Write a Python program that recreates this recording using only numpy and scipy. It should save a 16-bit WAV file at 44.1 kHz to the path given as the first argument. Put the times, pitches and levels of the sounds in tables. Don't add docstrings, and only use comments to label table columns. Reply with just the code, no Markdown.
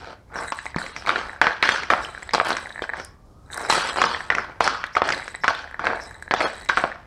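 import sys
import numpy as np
from scipy import signal
from scipy.io import wavfile
from scipy.ndimage import uniform_filter1d

SR = 44100
rng = np.random.default_rng(int(sys.argv[2]) if len(sys.argv) > 2 else 0)


def gain_from_db(level_db):
    decades = np.asarray(level_db, float) / 20
    return 10 ** decades


def master_out(mix):
    frames = np.transpose(np.atleast_2d(mix))
    ceiling = np.clip(frames, -1, 1)
    pcm = np.round(ceiling * 32767).astype(np.int16)
    wavfile.write(sys.argv[1], SR, pcm)


N = 311346

# t/s, hold/s, drag level/dB, grit level/dB
SWEEPS = [(.762, 0.1, -27.5, -39), (1.073, 0.11, -19, -30), (1.416, 0.0076, -14, -24.5),
          (1.627, 0.12, -19.5, -22.5), (1.902, 0.029, -15.5, -30.5), (2.447, 0.056, -18.5, -27.5),
          (3.97, 0.14, -19.5, -25), (4.302, 0.099, -21.5, -37.5), (4.643, 0.016, -17.5, -22),
          (5.04, 0.096, -23.5, -30.5), (5.436, 0.16, -29, -34.5), (5.863, 0.0069, -15, -33),
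          (6.47, 0.035, -30.5, -36.5), (6.774, 0.0047, -19, -31)]
# t/s, hold/s, drag level/dB, grit level/dB
JABS = [(0, 0.13, -33, -43), (.526, 0.0039, -29.5, -34), (2.337, 0.028, -20, -23.5),
        (2.822, 0.02, -28.5, -33.5), (3.699, .2, -18, -21.5), (4.605, 0.03, -19, -24),
        (4.965, 0.0081, -15.5, -27), (5.794, 0.078, -19, -41.5), (6.311, 0.0025, -10, -32),
        (6.34, 0.09, -24.5, -32.5), (6.403, 0.059, -18.5, -28), (6.689, 0.016, -16, -25.5),
        (6.72, 0.089, -46, -35), (5.485, 0.022, -18, -29)]
# t/s, hold/s, drag level/dB, grit level/dB
PUSHES = [(.37, 0.085, -22.5, -42.5), (.58, 0.13, -45.5, -44.5), (.95, 0.16, -37, -43),
          (1.33, 0.054, -45, -60), (2.15, 0.24, -41.5, -47), (2.68, 0.19, -44, -55),
          (2.96, 0.057, -28, -42), (3.06, 0.028, -57, -59), (3.545, 0.022, -31, -51),
          (3.6, 0.095, -23, -43), (5.25, 0.12, -51, -48), (5.72, 0.05, -40, -66), (6.05, 0.3, -42, -58),
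          (6.62, 0.033, -37.5, -53)]
# from t/s, share level/dB, f/Hz
BLADE_LIE = [(0, -3, 798), (0.3, 0, 1410), (0.53, 6, 992), (0.77, -6, 1137), (0.95, -24, 1154),
             (1.075, -5, 1395), (1.2, -0.5, 1350), (1.419, 4, 1576), (1.63, 6.5, 1656), (1.72, 5.5, 1386),
             (1.906, -5, 1304), (2.051, -1.5, 1330), (2.339, -1, 865), (2.439, 2.5, 1500),
             (2.601, -15, 1585), (2.83, -4, 1820), (2.95, 1, 794), (3.54, -6, 1560), (3.7, -0.5, 1043),
             (3.8, 0, 1216), (3.97, 1.5, 850), (4.06, 3.5, 1010), (4.307, 1.5, 1370), (4.4, -1, 1394),
             (4.608, 3.5, 867), (4.69, 7, 1300), (4.97, -18, 1224), (5.05, 1.5, 1680), (5.15, -4, 1680),
             (5.44, 1, 1030), (5.5, 4.5, 1485), (5.8, -1.5, 1473), (5.88, 0, 1680), (6.0, -6, 1500),
             (6.315, 2, 1680), (6.4, -8, 683), (6.48, -1, 1930), (6.688, 11, 1534), (6.779, 3.5, 1530),
             (6.85, -9, 643)]
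# f/Hz, width/Hz, level/dB
BLADE_MODES = [(483, 480, -10), (854, 300, -4), (1195, 144, -7.5), (1500, 470, -9.5), (2250, 180, -12)]
# f/Hz, level/dB per Hz
GRIT_COLOUR = [(1410, -8.5), (2700, 6.5), (3380, 5), (3660, -0.5), (4280, 4.5), (6080, -4.5), (6520, -12.5),
               (8210, -14.5), (16000, -50)]
# t/s, length/s, first level/dB, last level/dB
SLIDES = [(.34, 0.14, -49, -37.5), (.5, 0.19, -48, -50), (.79, 0.33, -41, -63), (1.07, 0.26, -66.5, -48),
          (1.43, 0.09, -56.5, -64), (1.66, 0.077, -44, -37), (1.902, 0.35, -45, -54.5),
          (2.337, 0.12, -41, -49), (2.45, 0.45, -40.5, -59.5), (2.97, 0.082, -48, -65),
          (3.515, 0.16, -39.5, -39.5), (3.46, 0.077, -68, -65), (3.699, 0.23, -22, -40.5),
          (3.95, 0.33, -41, -54), (4.643, 0.049, -26, -75), (5.07, 0.33, -41, -57.5),
          (5.436, 0.092, -59, -65), (5.95, 0.37, -48.5, -63), (6.403, 0.078, -38.5, -41),
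          (6.51, 0.2, -52.5, -51), (6.774, 0.14, -34, -68)]
# f/Hz, width/Hz, level/dB
PUCK_MODES = [(1650, 280, 0.5), (3930, 160, 1.2), (8070, 302, -1), (2050, 140, -1.5)]
# f/Hz, level/dB
DUST_COLOUR = [(4000, -73), (6000, 12), (9000, 15), (16000, -15.5)]
# t/s, peak level/dB, ring f/Hz, crack level/dB re ring, rebound after/ms
SLAPS = [(0.5216, -9, 1060, -5, 2.96), (1.072, -10.5, 1170, -5, 3.7), (1.4154, 4, 1500, -23, 4.1),
         (1.627, 0.5, 2140, -34, 3.06), (1.9027, 0, 1434, -14.5, 1.68), (3.6996, -1, 937, 3, 3.5),
         (4.017, 1.5, 1230, -6.5, 2.8), (5.019, -0.5, 730, -17, 1.11), (5.443, -2.5, 1130, -12, 4.05),
         (5.48, 1, 1560, -9, 4.4), (6.6921, -7, 2070, -7, 3.32), (6.7725, -0.5, 1430, -13, 4.3)]
# t/s, peak level/dB, ring f/Hz, crack level/dB re ring
KNOCKS = [(0.5886, -16, 1680, -15), (0.762, -17, 1080, -8), (1.093, -1, 1410, -13),
          (1.159, -7.5, 1500, -26), (1.4687, 1, 1370, -26), (1.6908, 5, 1680, -23), (1.834, -13, 2070, -5),
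          (1.936, 1, 1210, -32), (2.3352, -9.5, 755, -2), (2.348, -0.5, 920, -4), (2.3998, 0.5, 1340, -30),
          (2.4114, -6, 750, -21), (2.8209, -10, 563, -20), (3.7256, -5.5, 1020, 0.5), (3.96, -10, 920, -14),
          (4.0396, -2, 1080, -10), (4.3025, 0, 1780, -15.5), (4.607, 3.5, 950, -22),
          (4.84, -8, 1650, -13.5), (4.9679, -3.5, 1230, -17), (5.1036, -6.5, 1570, -4),
          (5.7942, -14.5, 1300, -11), (5.869, -2, 1450, -18), (5.9316, -28, 1550, -13),
          (6.3108, -1, 1730, -17), (6.3386, 1, 810, -10), (6.4054, -8, 2000, -26), (6.4564, -9, 790, -24),
          (6.6976, -4, 1300, -20), (6.839, -2.5, 745, -38)]
# t/s, peak level/dB, ring f/Hz
CLACKS = [(0.6562, -17, 940), (0.8637, -18.5, 2000), (0.9638, -14.5, 1900), (2.224, -25, 1580),
          (2.309, -22, 2140), (2.3397, -2.5, 890), (2.5055, -5.5, 786), (2.568, -7.5, 1410),
          (2.999, -19, 1500), (3.619, -29, 1560), (3.754, -8, 1110), (3.9818, -11.5, 710),
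          (4.35, -7.5, 2140), (4.383, -14, 980), (4.6767, -0.5, 1380), (4.955, -13.5, 1450),
          (5.0896, -6, 1650), (5.1228, -6, 2260), (5.2795, -15, 1580), (5.854, -13, 1600),
          (6.66, -27, 2050)]
# f/Hz, level/dB
CRACK_COLOUR = [(2000, -3.5), (3500, -3), (5500, 10), (8500, -7), (15000, -43)]
# t/s, peak level/dB, ring f/Hz
CATCHES = [(0.1308, -25, 680), (0.3408, -24, 1370), (0.7672, -16, 2170), (1.052, -19, 950),
           (1.0748, -16, 890), (1.104, -4, 1440), (1.637, -4, 1440), (1.7603, -10.5, 1770),
           (2.0067, -13, 1230), (2.3397, -17, 860), (2.3807, -5.5, 750), (2.4924, -10, 760),
           (2.498, -13, 1400), (2.5146, -8, 1330), (2.9427, -16, 883), (2.969, -21.5, 1650),
           (3.6494, -14, 1470), (3.7862, -15, 990), (3.8077, -13, 1460), (3.819, -16, 1170),
           (3.9412, -19.5, 700), (4.007, -13, 720), (4.0456, -8, 880), (4.3836, -3.5, 1430),
           (4.3956, -12, 1660), (4.4206, -20, 1610), (4.434, -21, 1550), (4.7472, -14.5, 1380),
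           (4.9684, -3.5, 1160), (5.0329, -9, 860), (5.0524, -13, 1370), (5.1035, -15, 1570),
           (5.1352, -8, 1800), (5.197, -16.5, 1580), (5.2284, -19, 1920), (5.7937, -8, 1310),
           (5.8418, -7, 860), (5.9324, -7.5, 920), (5.972, -19, 1540), (6.3105, -21, 1640),
           (6.3466, -9.5, 790), (6.412, -9, 800), (6.419, -10, 2210), (6.443, -8, 640), (6.4491, -8.5, 613),
           (6.7982, -10.5, 1830), (6.8385, -12, 780), (6.8516, -10, 800), (6.9241, -18, 1700),
           (6.9574, -21, 1290)]
# t/s, peak level/dB, ring f/Hz
PINGS = [(0.761, -25, 4200), (0.785, -22, 4550), (0.826, -21.5, 4020), (1.0623, -23, 3910),
         (1.091, -9.5, 3730), (1.159, -17.5, 3970), (1.4142, -21, 3210), (1.468, -18, 3450),
         (1.53, -22.5, 3480), (1.626, -6.5, 3960), (1.6903, -8.5, 3740), (1.901, -16, 3700),
         (1.9119, -12, 3180), (2.047, -16, 2970), (2.229, -27, 7770), (2.2754, -32, 7920),
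         (2.292, -21.5, 3840), (2.335, -7, 4870), (2.348, -11, 4080), (2.5045, -14.5, 4400),
         (2.529, -15, 4120), (2.6925, -29, 3920), (2.7243, -29, 3930), (2.821, -19, 3250),
         (3.531, -19, 3930), (3.7046, -4.5, 4070), (3.8182, -19, 4320), (3.9415, -25, 7960),
         (4.0266, -11, 3370), (4.0533, -14.5, 5330), (4.607, -20, 4170), (4.6425, -11, 5200),
         (4.8655, -27, 3800), (4.9779, -23, 4110), (5.124, -14, 4920), (5.146, -17, 4000),
         (5.349, -26, 3900), (5.3574, -26, 7970), (5.549, -19.5, 3570), (5.8453, -24, 4260),
         (5.865, -29, 4230), (6.318, -19, 4430), (6.347, -17, 3470), (6.5447, -28, 3980),
         (6.6114, -28, 4330), (6.6884, -12.5, 3950)]
# t/s, peak level/dB, ring f/Hz
TICKS = [(0.482, -19.5, 1650), (.664, -16, 2070), (.784, -14, 1760), (0.816, -16.5, 1480),
         (1.062, -17.5, 2210), (2.176, -21, 1560), (2.291, -17, 1870), (2.6572, -19.5, 1930),
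         (2.792, -15.5, 1750), (2.839, -14.5, 1580), (2.8919, -12, 1720), (2.898, -14, 1810),
         (2.9348, -11.5, 1680), (3.577, -17, 1480), (4.1462, -9.5, 1820), (4.2049, -15.5, 1770),
         (4.951, -11.5, 2030), (5.22, -24, 1990), (5.3486, -16, 1940), (5.4358, -9, 1750),
         (5.5483, -14.5, 1460), (5.743, -17.5, 1760), (5.87, -5, 1590), (5.919, -28, 1600),
         (5.9982, -19, 1710), (6.9163, -17, 1760)]
# t/s, peak level/dB
WOBBLES = [(0.7442, -18), (4.873, -24.5), (5.711, -24.5), (6.96, -32), (1.2595, -24), (1.2943, -18.5),
           (1.331, -22), (1.361, -27), (2.148, -20.5), (2.2275, -20.5), (2.67, -22), (2.704, -21.5),
           (2.7582, -19), (2.778, -20), (2.9694, -30.5), (3.5013, -27.5), (4.321, -11), (5.343, -22),
           (5.641, -24), (5.675, -25.5), (6.11, -25.5), (6.1512, -28), (6.2237, -21), (6.278, -21),
           (6.4984, -22), (6.611, -28)]
# t/s, peak level/dB
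SNAPS = [(0.5474, -39), (0.6295, -43), (0.6496, -35), (2.4488, -25), (2.4673, -27), (2.4844, -25),
         (2.4917, -22), (2.6, -35), (2.6489, -45), (2.6705, -38), (3.0484, -19), (3.5206, -32),
         (3.5434, -19), (3.5752, -15), (3.6153, -23.5), (5.2544, -45), (5.3283, -41), (5.7109, -45),
         (6.0364, -33), (6.0994, -45), (6.1094, -38), (6.2243, -30.5), (6.5545, -36), (6.6014, -37),
         (6.6194, -37), (6.6493, -32)]
# t/s, peak level/dB, f/Hz
FOOTSTEP = (.762, -9.5, 117)
# t/s, level/dB, start f/Hz, f/Hz soon after the start, length/s
BIRD = [(0.354, -38, 5760, 5580, 0.081), (0.967, -39, 5640, 5600, 0.065), (2.02, -38.5, 5360, 5430, 0.061),
        (2.958, -49, 4600, 5700, 0.19), (2.984, -45, 5300, 5400, 0.11), (3.994, -31, 5300, 5250, 0.025),
        (3.63, -39, 5450, 5360, 0.068), (4.359, -43, 5600, 5460, 0.11), (4.923, -43.5, 4280, 5520, 0.089),
        (5.41, -44, 5400, 5400, 0.072), (6.005, -38.5, 5420, 5440, 0.077)]
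# f/Hz, t60/s
YARD_DECAY = [(300, 0.35), (3000, 0.46), (12000, 0.067)]
# f/Hz, level/dB per Hz
AIR_COLOUR = [(12, -41.5), (20, -17), (37, -7), (74, -6), (130, -14), (168, -16), (1090, -30.5),
              (1220, -34), (2020, -48), (5230, -44), (16000, -55.5)]
# t/s, f/Hz, level/dB
MOTOR = [
    (3, 1062, -57.5),
    (3.299, 1200, -63),
    (3.6, 1364, -57.5),
]
# f/Hz, level/dB
MIC_RESPONSE = [(2450, -1.5), (2780, -5), (3200, -2.5), (10000, -3), (15700, -11), (16200, -47.5),
                (16800, -88)]
DROPOUTS = [.6, .94, 1.73, 3.84, 3.91, 3.99, 4.08, 4.14, 6.38, 6.455]
SURVIVOR_HZ = [3310, 4270, 5140, 6440, 9140, 9780]


def evened(x):
    return x / np.sqrt(np.mean(x ** 2) + 1e-20)


def read(points, hz):
    f, value = np.transpose(points)
    return np.interp(np.log(hz + 1), np.log(f + 1), value)


def add(mix, s, sound):
    part = mix[round(s * SR):][:len(sound)]
    part += sound[:len(part)]


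def smoothed(x, pole):
    return signal.lfilter([1], [1, -pole], x)


def ring(x, hz, width):
    return signal.lfilter(*signal.iirpeak(hz, hz / width, SR), x)


def body(x, modes):
    total = 0
    for k, (hz, width, db) in enumerate(modes):
        total = total + (-1) ** k * gain_from_db(db) * ring(ring(x, hz, width), hz, 4 * width)
    return total


def coloured(x, points):
    half = read(points, np.fft.rfftfreq(4096, 1 / SR)) * np.log(10) / 20
    log_gain = np.r_[half, half[-2:0:-1]]
    taps = np.fft.ifft(np.exp(np.conj(signal.hilbert(log_gain)))).real
    return signal.oaconvolve(x, taps[:2048])[:len(x)]


def dulled(x):
    return signal.sosfilt(signal.cheby1(5, 1, 2514, fs=SR, output="sos"), x)


def judder(depth_db, ms):
    return gain_from_db(depth_db * evened(smoothed(rng.standard_normal(N), np.exp(-1000 / (ms * SR)))))


def bumps(per_s, spread_db, smooth):
    draw = rng.random((3, N))
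    size = gain_from_db(spread_db * np.minimum(-np.log(draw[0]), 4)) * np.sign(draw[1] - .5)
    return evened(size * (draw[2] < per_s / SR)) + smooth * rng.standard_normal(N)


def slips(per_s, spread_db):
    beat = np.cumsum(per_s * judder(4, 6)) / SR
    releases = np.diff(np.floor(beat), prepend=0)
    return evened(releases * judder(spread_db, 5.1) * rng.uniform(0.14, 1, N))


def patchy(x, depth_db):
    z = signal.stft(x, nperseg=256)[2]
    across = uniform_filter1d(rng.standard_normal(z.shape), size=3, axis=0)
    patches = evened(uniform_filter1d(across, size=9, axis=1))
    return evened(signal.istft(z * gain_from_db(depth_db * np.clip(patches, -2, 2)), nperseg=256)[1][:N])


def pressure(rows, rise, fall):
    t = np.arange(N // 16 + 1) * 16 / SR
    power = 0
    for s, hold, first, last in rows:
        end = s + abs(hold)
        times = [s - 80 / rise, s, end, end + 80 / fall]
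        power = power + gain_from_db(2 * np.interp(t, times, [first - 80, first, last, last - 80]))
    return np.interp(np.arange(N) / SR, t, np.sqrt(power))


def blade_pressure(column, steep):
    land, lean = 19990.5, 376
    sag, ease, lift = 15.5, 113, 524
    power = 0
    for rows, rise, fall in ((SWEEPS, land, ease), (JABS, land, lift), (PUSHES, lean, lift)):
        held = [(r[0], r[1], r[column], r[column] - steep * sag * r[1]) for r in rows]
        power = power + pressure(held, rise * steep, fall * steep) ** 2
    return np.sqrt(power)


def lying(x):
    s, db, hz = np.transpose(BLADE_LIE)
    row = np.clip(np.searchsorted(s, np.arange(N) / SR) - 1, 0, None)
    turn = np.exp(2j * np.pi * np.cumsum(uniform_filter1d(hz[row], size=600)) / SR)
    r = np.exp(-np.pi * 254 / SR)
    once = signal.lfilter([1 - r], [1, -r], x / turn)
    rung = (turn * signal.lfilter([1 - r ** 3], [1, -r ** 3], once)).real
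    return evened(rung) * gain_from_db(uniform_filter1d(db[row], size=600))


def blade_strokes(drag, hiss):
    catches = slips(170, 4)
    contact = (.5 * catches + bumps(1500, 5.05, 0.66)) * judder(1.9, 2.1)
    spikes = evened(ring(np.convolve(catches, np.hanning(17))[:N], 900, 770))
    blade = 0.63 * patchy(body(contact, BLADE_MODES), 4.7) + 0.61 * lying(contact) + 0.45 * spikes
    grit = patchy(coloured(contact + bumps(4500, 2.4, 0.27), GRIT_COLOUR), 2.8)
    return drag * dulled(blade) + hiss * grit


def puck_skitter(drag):
    kick, skip = 2500.5, 490
    skitter = gain_from_db(-3.5) * pressure(SLIDES, kick, skip)
    hops = bumps(240, 3.2, .42) * judder(2.4, 12)
    ringing = patchy(body(hops, PUCK_MODES), 3.5)
    dust = .85 * hops + .5 * rng.standard_normal(N) * judder(4, 8)
    fizz = patchy(coloured(dust, DUST_COLOUR), 2.5)
    puck = ringing / (1 + 14 * drag) + 0.26 * fizz
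    top_level = np.std(ring(ring(ringing, 7360, 1520), 7470, 3500))
    return skitter * puck / top_level


def strokes():
    drag = gain_from_db(-3.5) * blade_pressure(column=2, steep=1)
    hiss = gain_from_db(-3.5) * blade_pressure(column=3, steep=1.05)
    return blade_strokes(drag, hiss) + puck_skitter(drag)


def blows():
    slaps = [row[:4] for row in SLAPS]
    rebounds = [(s + ms / 1000, db - 5.5, 1230, -27.5) for s, db, _, _, ms in SLAPS]
    clacks = [(*row, -4) for row in CLACKS]
    return slaps + rebounds + KNOCKS + clacks


def knock(s, db, hz, crack_db):
    t = np.arange(3000) / SR
    size, gate, noise = rng.standard_normal((3, 3000))
    chatter = 0.37 * size * (abs(gate) > 2.1) * gain_from_db(-60 * t / 0.032)
    blow = np.r_[-1, chatter[1:]]
    push = np.convolve(blow, np.hanning(15))[:len(t)]
    tone = ring(ring(push, hz, 400), hz, 3900)
    tone = tone + 0.14 * body(push, BLADE_MODES) + 0.31 * ring(push, 1140, 1600)
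    crack = coloured(0.19 * blow + 0.54 * noise * gain_from_db(-60 * t / 0.017), CRACK_COLOUR)
    thud = 0.018 * np.sin(2 * np.pi * 90 * t) * gain_from_db(-60 * t / 0.056)
    return s, gain_from_db(db) * (thud + tone / abs(tone).max() + gain_from_db(crack_db - 8.0) * crack / abs(crack).max())


def catch(s, db, hz):
    blow = np.r_[-np.hanning(13), np.zeros(900)]
    tone = dulled(ring(ring(blow, hz, 400), hz, 2370) + 0.2 * body(blow, BLADE_MODES))
    return s, gain_from_db(db - 1.5) * tone / abs(tone).max()


def ping(s, db, hz):
    t = np.arange(900) / SR
    puff = np.r_[-1, 0.3 * rng.standard_normal(899)] * gain_from_db(-60 * t / 0.015)
    tone = ring(ring(puff, hz, 300), hz, 1500) + 0.067 * ring(ring(puff, 6000, 5000), 4600, 5500)
    return s, gain_from_db(db - 3) * tone / abs(tone).max()


def tick(s, db, hz):
    blow = np.r_[-np.hanning(13), np.zeros(1500)]
    click = np.r_[-1, np.zeros(len(blow) - 1)]
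    low = ring(ring(ring(blow, hz, 250), hz, 710), hz, 1400)
    low = dulled(low + 0.29 * ring(ring(blow, 930, 580), 560, 840))
    high = body(click, [PUCK_MODES[1], (8040, 300, -8)]) + 0.07 * ring(click, 2400, 2360)
    return s, gain_from_db(db) * (low / abs(low).max() + gain_from_db(-26) * high / abs(high).max())


def wobble(s, db):
    return tick(s, db, 1680 * (1 + 0.063 * rng.standard_normal()))


def snap(s, db):
    t = np.arange(400) / SR
    puff = rng.standard_normal(400) * gain_from_db(-60 * t / 0.0094)
    tone = ring(ring(puff, 6000, 6500), 7900, 7000) + 1.2 * ring(puff, 8500, 500) + 0.33 * ring(puff, 9200, 2500)
    return s, gain_from_db(db + 0.5) * tone / abs(tone).max()


def footstep(s, db, hz):
    t = np.arange(4000) / SR
    return s, gain_from_db(db) * np.sin(2 * np.pi * hz * t ** 0.76 * 0.52) * gain_from_db(-60 * t / 0.02)


def chirp(s, db, start_hz, main_hz, length):
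    u = np.arange(int(length * SR)) / (length * SR)
    glide = [start_hz, main_hz, .99 * main_hz, .94 * main_hz, .93 * main_hz]
    hz = np.interp(u, [0, .15, .4, .55, 1], glide)
    flutter = 1.1 + evened(uniform_filter1d(rng.standard_normal(9000), size=40))[:len(u)]
    hz = hz + 120 * (flutter[::-1] - flutter.mean())
    swell = np.sin(np.pi * u ** .55)
    return s, gain_from_db(db) * np.sin(2 * np.pi * np.cumsum(hz) / SR) * flutter * swell * 0.7


def yard(x):
    taps = rng.standard_normal(SR // 2) * (np.arange(SR // 2) > 200)
    hz, t, z = signal.stft(taps, SR, nperseg=256)
    tail = signal.istft(z * gain_from_db(-60 * t / read(YARD_DECAY, hz)[:, None]), SR, nperseg=256)[1]
    return signal.fftconvolve(x, tail / np.linalg.norm(tail))[:N]


def outdoors():
    air = evened(coloured(rng.standard_normal(N), AIR_COLOUR) * judder(1.5, 60))
    t = np.arange(N) / SR
    s, hz, db = np.transpose(MOTOR)
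    turn = np.exp(2j * np.pi * np.cumsum(np.interp(t, s, hz)) / SR)
    noise = rng.standard_normal(N) + 1j * rng.standard_normal(N)
    fuzz = smoothed(noise, np.exp(-np.pi * 25 / SR))
    return gain_from_db(-47.5) * air + gain_from_db(np.interp(t, s, db, -99, -99)) * evened((turn * fuzz).real)


def scene():
    near = strokes()
    for maker, table in ((knock, blows()), (catch, CATCHES), (ping, PINGS), (tick, TICKS), (wobble, WOBBLES),
                         (snap, SNAPS), (footstep, [FOOTSTEP]), (chirp, BIRD)):
        for row in table:
            add(near, *maker(*row))
    echoes = gain_from_db(-15.0) * yard(near)
    return (near + echoes + outdoors())[None]


def thin_treble(x):
    hz, t, z = signal.stft(x, SR, nperseg=1024, noverlap=768)
    for s, draw in zip(DROPOUTS, rng.random((len(DROPOUTS), 200))):
        kept = draw[np.arange(len(hz)) // 3] > .5 + hz / 24000
        treble = np.where(kept, 2.2, np.clip(.7 - hz / 12000, .12, 1))
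        if s == DROPOUTS[-1]:
            near = abs(hz[:, None] - SURVIVOR_HZ).min(axis=1) < 90
            treble = np.where(near, gain_from_db(12.5), .1)
        gain = np.where(hz < 2700, 1, treble)
        z[:, abs(t - s) < .012] *= gain[:, None]
    return signal.istft(z, SR, nperseg=1024, noverlap=768)[1][:N]


def top_cut(x):
    return signal.sosfilt(signal.butter(12, 16640, fs=SR, output="sos"), x)


def record(dry):
    heard = thin_treble(coloured(np.clip(dry[0], -1.2, 1.2), MIC_RESPONSE))
    hiss = gain_from_db(-79) * ring(ring(rng.standard_normal(N), 13500, 5000), 13500, 5000)
    return top_cut((heard + hiss)[None])


dry = scene()
out = record(dry)
master_out(out)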